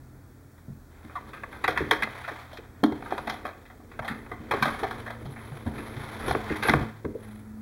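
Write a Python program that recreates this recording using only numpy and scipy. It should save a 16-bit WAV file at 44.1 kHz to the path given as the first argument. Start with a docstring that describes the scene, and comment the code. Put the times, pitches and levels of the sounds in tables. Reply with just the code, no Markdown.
"""Tray out of a cardboard box

Hands lift a thin plastic tray, a card sleeve and a foam insert out of a box on a table.
Decaying noise rings tray and box modes for knocks, short scrapes and thumps; filtered grains
make the rubbing. A swept sine squeaks. Behind: plane, hum and whine from sines, air and hiss from noise.
A small camera microphone close by has two dead bands in its housing."""
import sys
import numpy as np
from scipy import signal
from scipy.fft import rfft, irfft, next_fast_len
from scipy.io import wavfile
from scipy.ndimage import uniform_filter1d

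SR = 44100
rng = np.random.default_rng(int(sys.argv[2]) if len(sys.argv) > 2 else 0)


def bounce(signal):
    """Save signal as a 16-bit WAV file at the path given by the first command-line argument."""
    frames = np.transpose(np.atleast_2d(signal))
    limited = np.clip(frames, -1, 1)
    pcm = np.round(limited * 32767).astype(np.int16)
    wavfile.write(sys.argv[1], SR, pcm)


N = 335623
T = np.arange(N) / SR


def undb(db):
    """Amplitude ratio of a level in dB."""
    return 10 ** (np.asarray(db) / 20)


def level(x, db):
    """Scale to an overall RMS level."""
    return x * undb(db) / np.sqrt(np.mean(x ** 2))


def crest(x, db, smooth_s):
    """Scale so that the loudest short stretch has this RMS level."""
    power = uniform_filter1d(x ** 2, int(smooth_s * SR))
    return x * undb(db) / np.sqrt(power.max())


def decay(t, t60_s):
    """Exponential fall by 60 dB in t60_s."""
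    return np.exp(-np.log(1000) * t / t60_s)


def shape(x, response):
    """Filter by a response given as a function of frequency."""
    size = next_fast_len(x.shape[-1], True)
    f_hz = np.fft.rfftfreq(size, 1 / SR) + 1  # +1 avoids zero
    return irfft(rfft(x, size) * response(f_hz), size)[..., :x.shape[-1]]


def peak(f_hz, hz, width_hz):
    """Response of one resonance, gain 1 at its centre."""
    return 1 / (1 + 1j * (f_hz / hz - hz / f_hz) * hz / width_hz)


def band(x, hz, width_hz):
    """One resonance applied twice."""
    return shape(x, lambda f_hz: peak(f_hz, hz, width_hz) ** 2)


def ring(x, modes, gains=1):
    """Pass a force through damped modes; neighbours alternate in sign."""
    hz, db, t60_s = np.transpose(modes)[:, :, None]
    width_hz = np.log(1000) / (np.pi * t60_s)
    weights = gains * (-1) ** np.arange(len(modes))

    def response(f_hz):
        return weights @ (undb(db) * peak(f_hz, hz, width_hz) / np.sqrt(width_hz))
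    return shape(x, response)


def near(modes, hz, octaves):
    """Contact position favours modes around one pitch; the rest is chance."""
    away = np.log2(np.array(modes)[:, 0] / hz) / octaves
    scatter_db = 2.5 * rng.standard_normal(len(modes))
    return np.exp(-away ** 2 / 2) * undb(scatter_db)


def colour(x, points):
    """Shape by f/Hz, level/dB points, interpolated over log frequency."""
    hz, db = np.transpose(points)
    return shape(x, lambda f_hz: undb(np.interp(np.log(f_hz), np.log(hz), db)))


def walk(rate_hz):
    """Random levels, one per 1 / rate_hz, joined by ramps; spread just below 1."""
    hold = int(SR / rate_hz)
    steps = np.repeat(rng.standard_normal(N // hold + 1), hold)
    return uniform_filter1d(steps, hold)[:N]


def grit(size, scatter_db):
    """Noise with some larger grains, as of stick and slip."""
    noise = rng.standard_normal(size)
    return noise * undb(scatter_db * np.minimum(rng.exponential(size=size), 4.0))


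def add(out, x, start_s):
    """Mix an event in at its start, cut at the end of the scene."""
    i = int(start_s * SR)
    out[i:i + len(x)] += x[:len(out) - i]


# noise spectra of air and hiss: f/Hz, level/dB (density, relative)
AIR_COLOUR = [(12, -56), (20, -45), (38, -7.5), (130, -19.5), (196, -18.5), (288, -14), (313, -18),
              (520, -27), (638, -27.5), (678, -27.5), (1150, -32.5), (1380, -29.5), (1530, -32.5),
              (1730, -32.5), (2600, -44), (3380, -84), (5720, -120)]
HISS_COLOUR = [(2000, -4), (5000, -4.5), (10000, -6.5), (16000, -5)]


def air_and_hiss():
    """Low coloured noise wanders in level under a steady bright hiss."""
    air = level(colour(rng.standard_normal(N), AIR_COLOUR), -55) * undb(2.03 * walk(2.33))
    return air + level(colour(rng.standard_normal(N), HISS_COLOUR), -65.5)


# steady electronic tones: f/Hz, level/dB (RMS)
WHINE = [(7881, -90), (15734, -79)]
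# propeller plane, blade rate: t/s, f/Hz, partial 1 level/dB, partial 2 level/dB (mean RMS)
PLANE = [(0, 129.5, -53, -66), (.9, 125, -62, -81), (2.2, 121.7, -52.5, -111), (3.7, 119.5, -68, -62),
         (4.3, 114.2, -53.5, -54.5), (5.1, 115, -46, -49.5), (5.5, 114, -48, -58), (6.1, 113, -49, -51),
         (6.6, 105.2, -45.5, -47.5), (7.2, 110.8, -51.5, -56), (7.28, 106.2, -47.5, -44.5),
         (7.61, 108.4, -52, -45.5)]
HUM_HZ, HUM_DB = 85, -56


def drones():
    """Two blade-rate partials and a hum waver in moving air; the electronics whine steadily."""
    t_s, *columns = np.transpose(PLANE)
    blade_hz, first_db, second_db = (np.interp(T, t_s, c) for c in columns)
    turn = 2 * np.pi * np.cumsum(blade_hz) / SR
    out = undb(first_db + 0.5 * walk(11)) * np.sin(turn)
    out += undb(second_db + 3.6 * walk(26)) * np.sin(2 * turn)
    hum_amp = undb(HUM_DB + walk(13))
    hum_hz = HUM_HZ + 4.41 * walk(3.9)
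    out += hum_amp * np.sin(2 * np.pi * np.cumsum(hum_hz) / SR)
    out += sum(undb(db) * np.sin(2 * np.pi * hz * T) for hz, db in WHINE)
    return np.sqrt(2) * out  # sine peak from RMS


# grain spectra: f/Hz, level/dB (density, relative)
RUB_COLOUR = [(400, -11.5), (700, -5), (1000, -4), (1500, -7), (2200, -8.5), (2800, -18), (3600, -35)]
SCRATCH_COLOUR = [(2400, -51), (3000, 5.5), (3600, 6), (4500, -4.5), (6000, -14.5), (8000, -34.5)]
# hands sliding things: t/s, rub level/dB, film hiss level/dB, weight on box and table level/dB
SLIDE = [(.87, -101, -85, -80), (.92, -59.5, -79, -65), (1.25, -54.5, -78, -54), (1.6, -53, -73, -49),
         (1.8, -45.5, -73, -39.5), (2.05, -45, -70, -45), (2.32, -46, -74, -64), (2.81, -65.5, -109, -60),
         (3.05, -49, -66, -44), (3.35, -48, -68, -46), (3.5, -58.5, -87, -51.5), (3.8, -65.5, -88, -53),
         (4.14, -56, -67, -48.5), (4.45, -54.5, -93, -50), (4.56, -45.5, -76, -44),
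         (4.67, -37.5, -55, -45.5), (4.9, -45, -71, -44.5), (5.17, -55, -72, -48.5),
         (5.36, -51, -62.5, -51.5), (5.6, -50, -68, -46.5), (5.72, -48, -63, -40.5),
         (6.19, -41.5, -62.5, -45.5), (6.31, -37, -50.5, -29.5), (6.43, -43, -76, -47),
         (6.669, -34, -47, -43), (6.76, -35.5, -66, -29.5), (6.99, -61, -86, -65), (7.079, -65, -77, -41),
         (7.28, -53.5, -68.5, -62), (7.6, -76, -78, -59.5)]
CATCHES_PER_S, PATCHY_DB = 160, 1.6
CATCH_DB, SCRATCH_DB = -9.5, -12  # re rub
RUMBLE_DB, SHAKE_DB = 0, -12.5  # re weight
TABLE_REST_DB = -60.5
FILM_HZ, FILM_WIDTH_HZ = 10520, 2440  # width of each pass
TABLE_HZ, TABLE_WIDTH_HZ = 80, 70  # width of each pass


def rubbing():
    """Patchy sliding: grains rub and scratch, the box rumbles, film whispers, the table shakes."""
    t_s, *columns = np.transpose(SLIDE)
    rub_db, film_db, weight_db = (np.interp(T, t_s, c) for c in columns)
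    grip, slip = walk(30), walk(110)  # pressure wanders; surface catches and lets go
    grains = grit(N, 3.6) * undb(2.4 * slip)
    rub_amp = undb(rub_db + PATCHY_DB * grip)
    out = level(colour(grains, RUB_COLOUR), 0) * rub_amp
    out += level(colour(grains, SCRATCH_COLOUR), SCRATCH_DB) * rub_amp

    catches = (rng.random(N) < CATCHES_PER_S / SR) * grit(N, 0.67)
    out += level(band(ring(catches, TRAY), 1570, 2130), CATCH_DB) * undb(rub_db)

    rumble = level(ring(rng.standard_normal(N), BOX), RUMBLE_DB)
    out += rumble * undb(weight_db + PATCHY_DB * (grip + walk(14)))

    film = level(band(grains, FILM_HZ, FILM_WIDTH_HZ), 0)
    out += film * undb(film_db + PATCHY_DB * (grip + .8 * walk(10) + slip))

    shake_amp = np.hypot(undb(TABLE_REST_DB), undb(weight_db + SHAKE_DB))
    return out + level(band(rng.standard_normal(N), TABLE_HZ, TABLE_WIDTH_HZ), 0) * shake_amp


# box modes: f/Hz, level/dB (relative), t60/s
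BOX = [(59.3, 9, 0.059), (95, -0.5, 0.11), (110, 1, 0.056), (142, 2, 0.28), (170, -8, 0.19),
       (223, 5.5, 0.47), (257.6, 3, 0.2), (281.6, 3.5, 0.13), (309.9, 5, 0.36), (373, 4.5, 0.057),
       (404.8, 1, 0.55), (436, 4.5, 0.14), (493.2, 2.5, 0.14), (549.3, -0.5, 0.13), (641, -5, 0.36)]
# blows on box and table: t/s, level/dB, centre f/Hz, contact t60/s, table kick level/dB re blow
THUMPS = [(.683, -32, 144.5, 0.082, -6), (1.045, -39, 235, 0.026, -8), (1.64, -32.5, 400, 0.063, -12),
          (1.683, -24, 507, 0.1, -24), (1.808, -23, 347, .07, -8), (1.919, -23, 450, .11, -20),
          (2.028, -33, 210, .04, -23), (2.313, -38.5, 400, 0.036, -26), (2.588, -38, 436, 0.031, -17),
          (2.834, -11.5, 285, .07, -34), (2.922, -25.5, 310, 0.027, -8), (3.122, -29, 381, 0.044, -22),
          (3.269, -34.5, 248, 0.036, -23), (3.446, -39.5, 267, 0.051, -19), (3.991, -34.5, 109, 0.037, 1.5),
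          (4.101, -28.5, 215, 0.059, -10.5), (4.316, -35.5, 440, 0.052, -12), (4.398, -40, 200, 0.028, -1),
          (4.511, -29, 520, 0.051, -11), (4.536, -24, 420, 0.043, -12), (4.616, -24.5, 180, 0.054, -11),
          (4.658, -28.5, 244, 0.038, -10), (4.83, -26, 426, 0.057, -21), (5.258, -29, 122, 0.052, -5.5),
          (5.516, -34, 116, 0.034, -21), (5.662, -23.5, 206, 0.034, -2.5), (5.789, -33.5, 275, .033, -15),
          (5.965, -34, 114, .045, -8), (6.202, -35, 102, .04, -15), (6.282, -25.5, 457, 0.033, -14),
          (6.307, -30, 126, .04, -5), (6.353, -22, 400, 0.028, -18), (6.506, -24, 370, 0.081, -9),
          (6.652, -27.5, 412, 0.036, -22), (6.69, -19.5, 291, 0.057, -5.5), (6.739, -22, 380, 0.037, 1.5),
          (6.809, -25.5, 202, 0.058, -1), (7.047, -25, 377, 0.066, -6.5), (7.152, -29.5, 490, 0.029, -21)]
THUMP_OCTAVES, RING_PER_CONTACT = 0.41, 8.1
KICK_RISE_S, KICK_HZ, KICK_WIDTH_HZ, KICK_T60_S = 0.0073, 97, 100, 0.13


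def thumps():
    """A push, then a short rattle, into the hollow box; the table top takes a soft kick."""
    out, t = np.zeros(N), T[:16384]
    for start_s, db, hz, t60_s, kick_db in THUMPS:
        force = rng.standard_normal(len(t)) * decay(t, t60_s)
        force[:64] += 4.0 * np.hanning(64)
        held = decay(t, RING_PER_CONTACT * t60_s)  # brief contact, shorter ring
        box = crest(ring(force, BOX, near(BOX, hz, THUMP_OCTAVES)) * held, db, 0.0015)
        kick_shape = (1 - np.exp(-t / KICK_RISE_S)) * decay(t, KICK_T60_S)
        kick = kick_shape * band(rng.standard_normal(len(t)), KICK_HZ, KICK_WIDTH_HZ)
        add(out, box + crest(kick, db + kick_db, 0.0071), start_s - .0015)
    return out


# finger slip: start t/s, length/s, from f/Hz, to f/Hz, level/dB (sine peak)
SQUEAK = (1.155, .034, 1220, 940, -29)


def squeak():
    """A finger slips on plastic; the rough tone falls as it slows."""
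    start_s, length_s, from_hz, to_hz, db = SQUEAK
    along = np.clip((T - start_s) / length_s, 0, 1)
    swell = np.sqrt(np.abs(np.sin(np.pi * np.sqrt(along))))
    hz = from_hz + (to_hz - from_hz) * along + 50 * walk(400)
    amp = undb(db + PATCHY_DB * walk(510)) * swell
    return amp * np.sin(2 * np.pi * np.cumsum(hz) / SR)


# tray modes, body and top: f/Hz, level/dB (relative), t60/s
TRAY = [(559, 4, 0.018), (742.4, 7.5, 0.031), (905, 5.5, 0.019), (1125, 8, 0.017), (1281, 6.5, 0.019),
        (1427, 5, 0.037), (1566, 7.5, 0.025), (1738, 9.5, 0.014), (2032, 10, 0.018), (2212, 7.5, 0.016),
        (2518, 10, 0.0085)]
TRAY_TOP = [(3226, 9.5, 0.0086), (3850, 3.5, 0.0049), (4190, 0.5, 0.029), (4680, -7.5, 0.0092),
            (5210, -3, 0.0049), (6540, -11, 0.0019)]
# edges knocking and scraping: t/s, level/dB, centre f/Hz, brightness level/dB re body,
# blow t60/s (capped below), chatter level/dB re blow (above 0 mostly a scrape)
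KNOCKS = [(.58, -60, 1500, -5, .03, -13), (1.049, -50.5, 760, -8, 0.028, -27),
          (1.096, -46.5, 956, -27, 0.02, -5), (1.155, -38, 1020, -15, 0.16, -19),
          (1.333, -40, 1300, -12, .024, 3), (1.435, -32, 1300, -24, 0.031, -25),
          (1.527, -40.5, 1160, -12, .022, 23), (1.641, -21, 1490, -16, 0.068, -25),
          (1.679, -19, 1200, -12, 0.032, -14), (1.761, -33, 1130, -25, 0.0097, 16),
          (1.775, -22.5, 2020, -9, 0.018, -15), (1.911, -15.5, 1200, -1.5, 0.03, -18),
          (1.932, -27, 1700, -12, .03, -13), (2.023, -22.5, 1800, -13, 0.031, -33),
          (2.032, -21.5, 1920, -11, 0.038, -27), (2.073, -33, 740, -30, 0.028, -28),
          (2.238, -37.5, 1870, -15, .018, 19), (2.278, -31.5, 1170, -17, 0.022, -2.5),
          (2.361, -53, 2010, -23, .035, -11), (2.531, -42, 670, -4, 0.016, -2),
          (2.572, -42, 1610, -5.5, .076, -32), (2.837, -19.5, 620, -7.5, 0.025, -19),
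          (2.922, -36, 880, -14, 0.02, -23), (3.024, -37, 850, -19, 0.019, -33),
          (3.06, -38, 890, -21, .051, 0), (3.106, -37, 1180, -10, 0.024, 16),
          (3.123, -23, 634, -27, 0.0096, -19), (3.179, -30, 850, -11, 0.059, -21),
          (3.272, -29.5, 1020, -12.5, 0.02, 11), (3.298, -29.5, 950, -4.5, 0.027, -18),
          (3.452, -29.5, 740, -14, 0.012, -8), (3.654, -51.5, 2000, -7, 0.017, -7),
          (3.7, -47.5, 780, -14, .035, -9), (3.802, -52, 586, -28, 0.026, -11),
          (3.915, -46.5, 1450, -15, 0.025, 0), (3.992, -28.5, 650, -16.5, 0.039, -42),
          (4.022, -39, 620, -17, .021, 16), (4.047, -35, 696, -10.5, .03, 0),
          (4.08, -29, 1630, -8, 0.015, -6.5), (4.262, -45, 1110, -33, .043, -23),
          (4.316, -32.5, 665, -19.5, 0.035, -9.5), (4.511, -23, 1120, -9, 0.068, -7),
          (4.537, -25, 720, -19, 0.01, -9), (4.625, -18, 1430, -10, 0.051, -8),
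          (4.656, -22.5, 800, -13.5, 0.032, -4), (4.833, -26, 750, -14, 0.06, -12),
          (4.91, -30.5, 785, -10.5, .029, -9), (5.06, -36, 710, -13, 0.013, 42),
          (5.103, -34.5, 760, -12, .025, -9), (5.255, -47, 500, -5, 0.031, -8),
          (5.36, -44, 1400, -19, .03, 8), (5.663, -37.5, 455, -11.5, 0.019, -4),
          (5.52, -48, 750, -20, .03, -4), (5.781, -38.5, 1550, -24, 0.039, -3),
          (5.965, -43, 1800, -4, 0.034, -4), (6.22, -44, 1500, -10, 0.024, -17),
          (6.282, -30, 530, -7, .031, 7), (6.31, -22, 900, -13, 0.027, -35),
          (6.349, -23.5, 800, -33, .021, -42), (6.496, -32, 1600, -17, .023, 19),
          (6.626, -26.5, 2280, -9.5, 0.017, 25), (6.685, -18, 1400, -13.5, 0.018, -15.5),
          (6.695, -16.5, 1440, -6.5, 0.021, -32), (6.737, -15.5, 1610, -16, 0.0086, -35),
          (7.049, -37, 640, -18, 0.034, -31), (7.359, -58, 1800, -1, .02, -26)]
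KNOCK_OCTAVES, MAX_BLOW_T60_S, CHATTER_T60_S = 1, .15, 0.29
PLASTIC_HZ = 3530
CRACKLE_DB, CRACKLE_PER_BRIGHT = -15, 0.58


def knocks_and_scrapes():
    """Blow with fading chatter rings the tray, mostly a scrape if chatter > 0 dB; treble dies first."""
    out, t = np.zeros(N), T[:12288]
    # the contact yields, so the body has no sharp edge
    soft = signal.butter(2, PLASTIC_HZ, fs=SR, output="sos")
    for start_s, db, hz, bright_db, t60_s, chatter_db in KNOCKS:
        blow = decay(t, min(t60_s, MAX_BLOW_T60_S))
        chatter = decay(t, CHATTER_T60_S)
        grains = rng.standard_normal(len(t)) * (1 - np.exp(-t / 0.001))
        grains[8:24] += 1.07 * np.hanning(16)  # first touch
        patch = undb(3.05 * np.repeat(rng.standard_normal(len(t) // 128), 128))
        # decay speed-up of body, top, crackle
        body_push, top_push, crackle_push = (
            grains * (blow ** k + undb(chatter_db) * patch * chatter ** k) for k in (1, 1.2, 1.5))
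        body = signal.sosfilt(soft, ring(body_push, TRAY, near(TRAY, hz, KNOCK_OCTAVES)))
        top = ring(top_push, TRAY_TOP)
        crackle = band(crackle_push, 9870, 6040)
        crackle_db = CRACKLE_DB + CRACKLE_PER_BRIGHT * bright_db  # brighter event, more crackle
        event = crest(body, db, 0.015)
        event += crest(top, db + bright_db, 0.0038)
        event += crest(crackle, db + crackle_db, 0.00068)
        add(out, event, start_s - .001)
    return out


ROOM_T60_S, ROOM_DB, ROOM_HZ, ROOM_GAP_S = 0.55, -19.5, 2500, .004


def room(x):
    """A dull decaying tail of reflections."""
    t = T[:SR // 2]
    tail = rng.standard_normal(len(t)) * decay(t, ROOM_T60_S) * (t > ROOM_GAP_S)
    tail = signal.sosfilt(signal.butter(1, ROOM_HZ, fs=SR, output="sos"), tail)
    return x + undb(ROOM_DB) * signal.fftconvolve(x, tail / np.linalg.norm(tail))[:N]


def scene():
    """Knocks, scrapes, thumps and squeak excite the room; all other layers stay dry."""
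    background = air_and_hiss() + drones()
    contacts = room(thumps() + squeak() + knocks_and_scrapes())
    return (background + rubbing() + contacts)[None]


# dead bands of the housing: f/Hz
NOTCH_HZ = [2860, 5000]
# the same bands: width/Hz, depth 0-1
NOTCHES = [(648.15, 0.66), (190, 0.46)]
TOP_HZ = 15900


def record(dry):
    """Cavities in the microphone housing swallow two bands; the top is cut."""
    for hz, (width_hz, depth) in zip(NOTCH_HZ, NOTCHES):
        dry = shape(dry, lambda f_hz: 1 - depth * peak(f_hz, hz, width_hz))
    return signal.sosfilt(signal.ellip(10, .2, 60, TOP_HZ, fs=SR, output="sos"), dry)


dry = scene()
out = record(dry)
bounce(out)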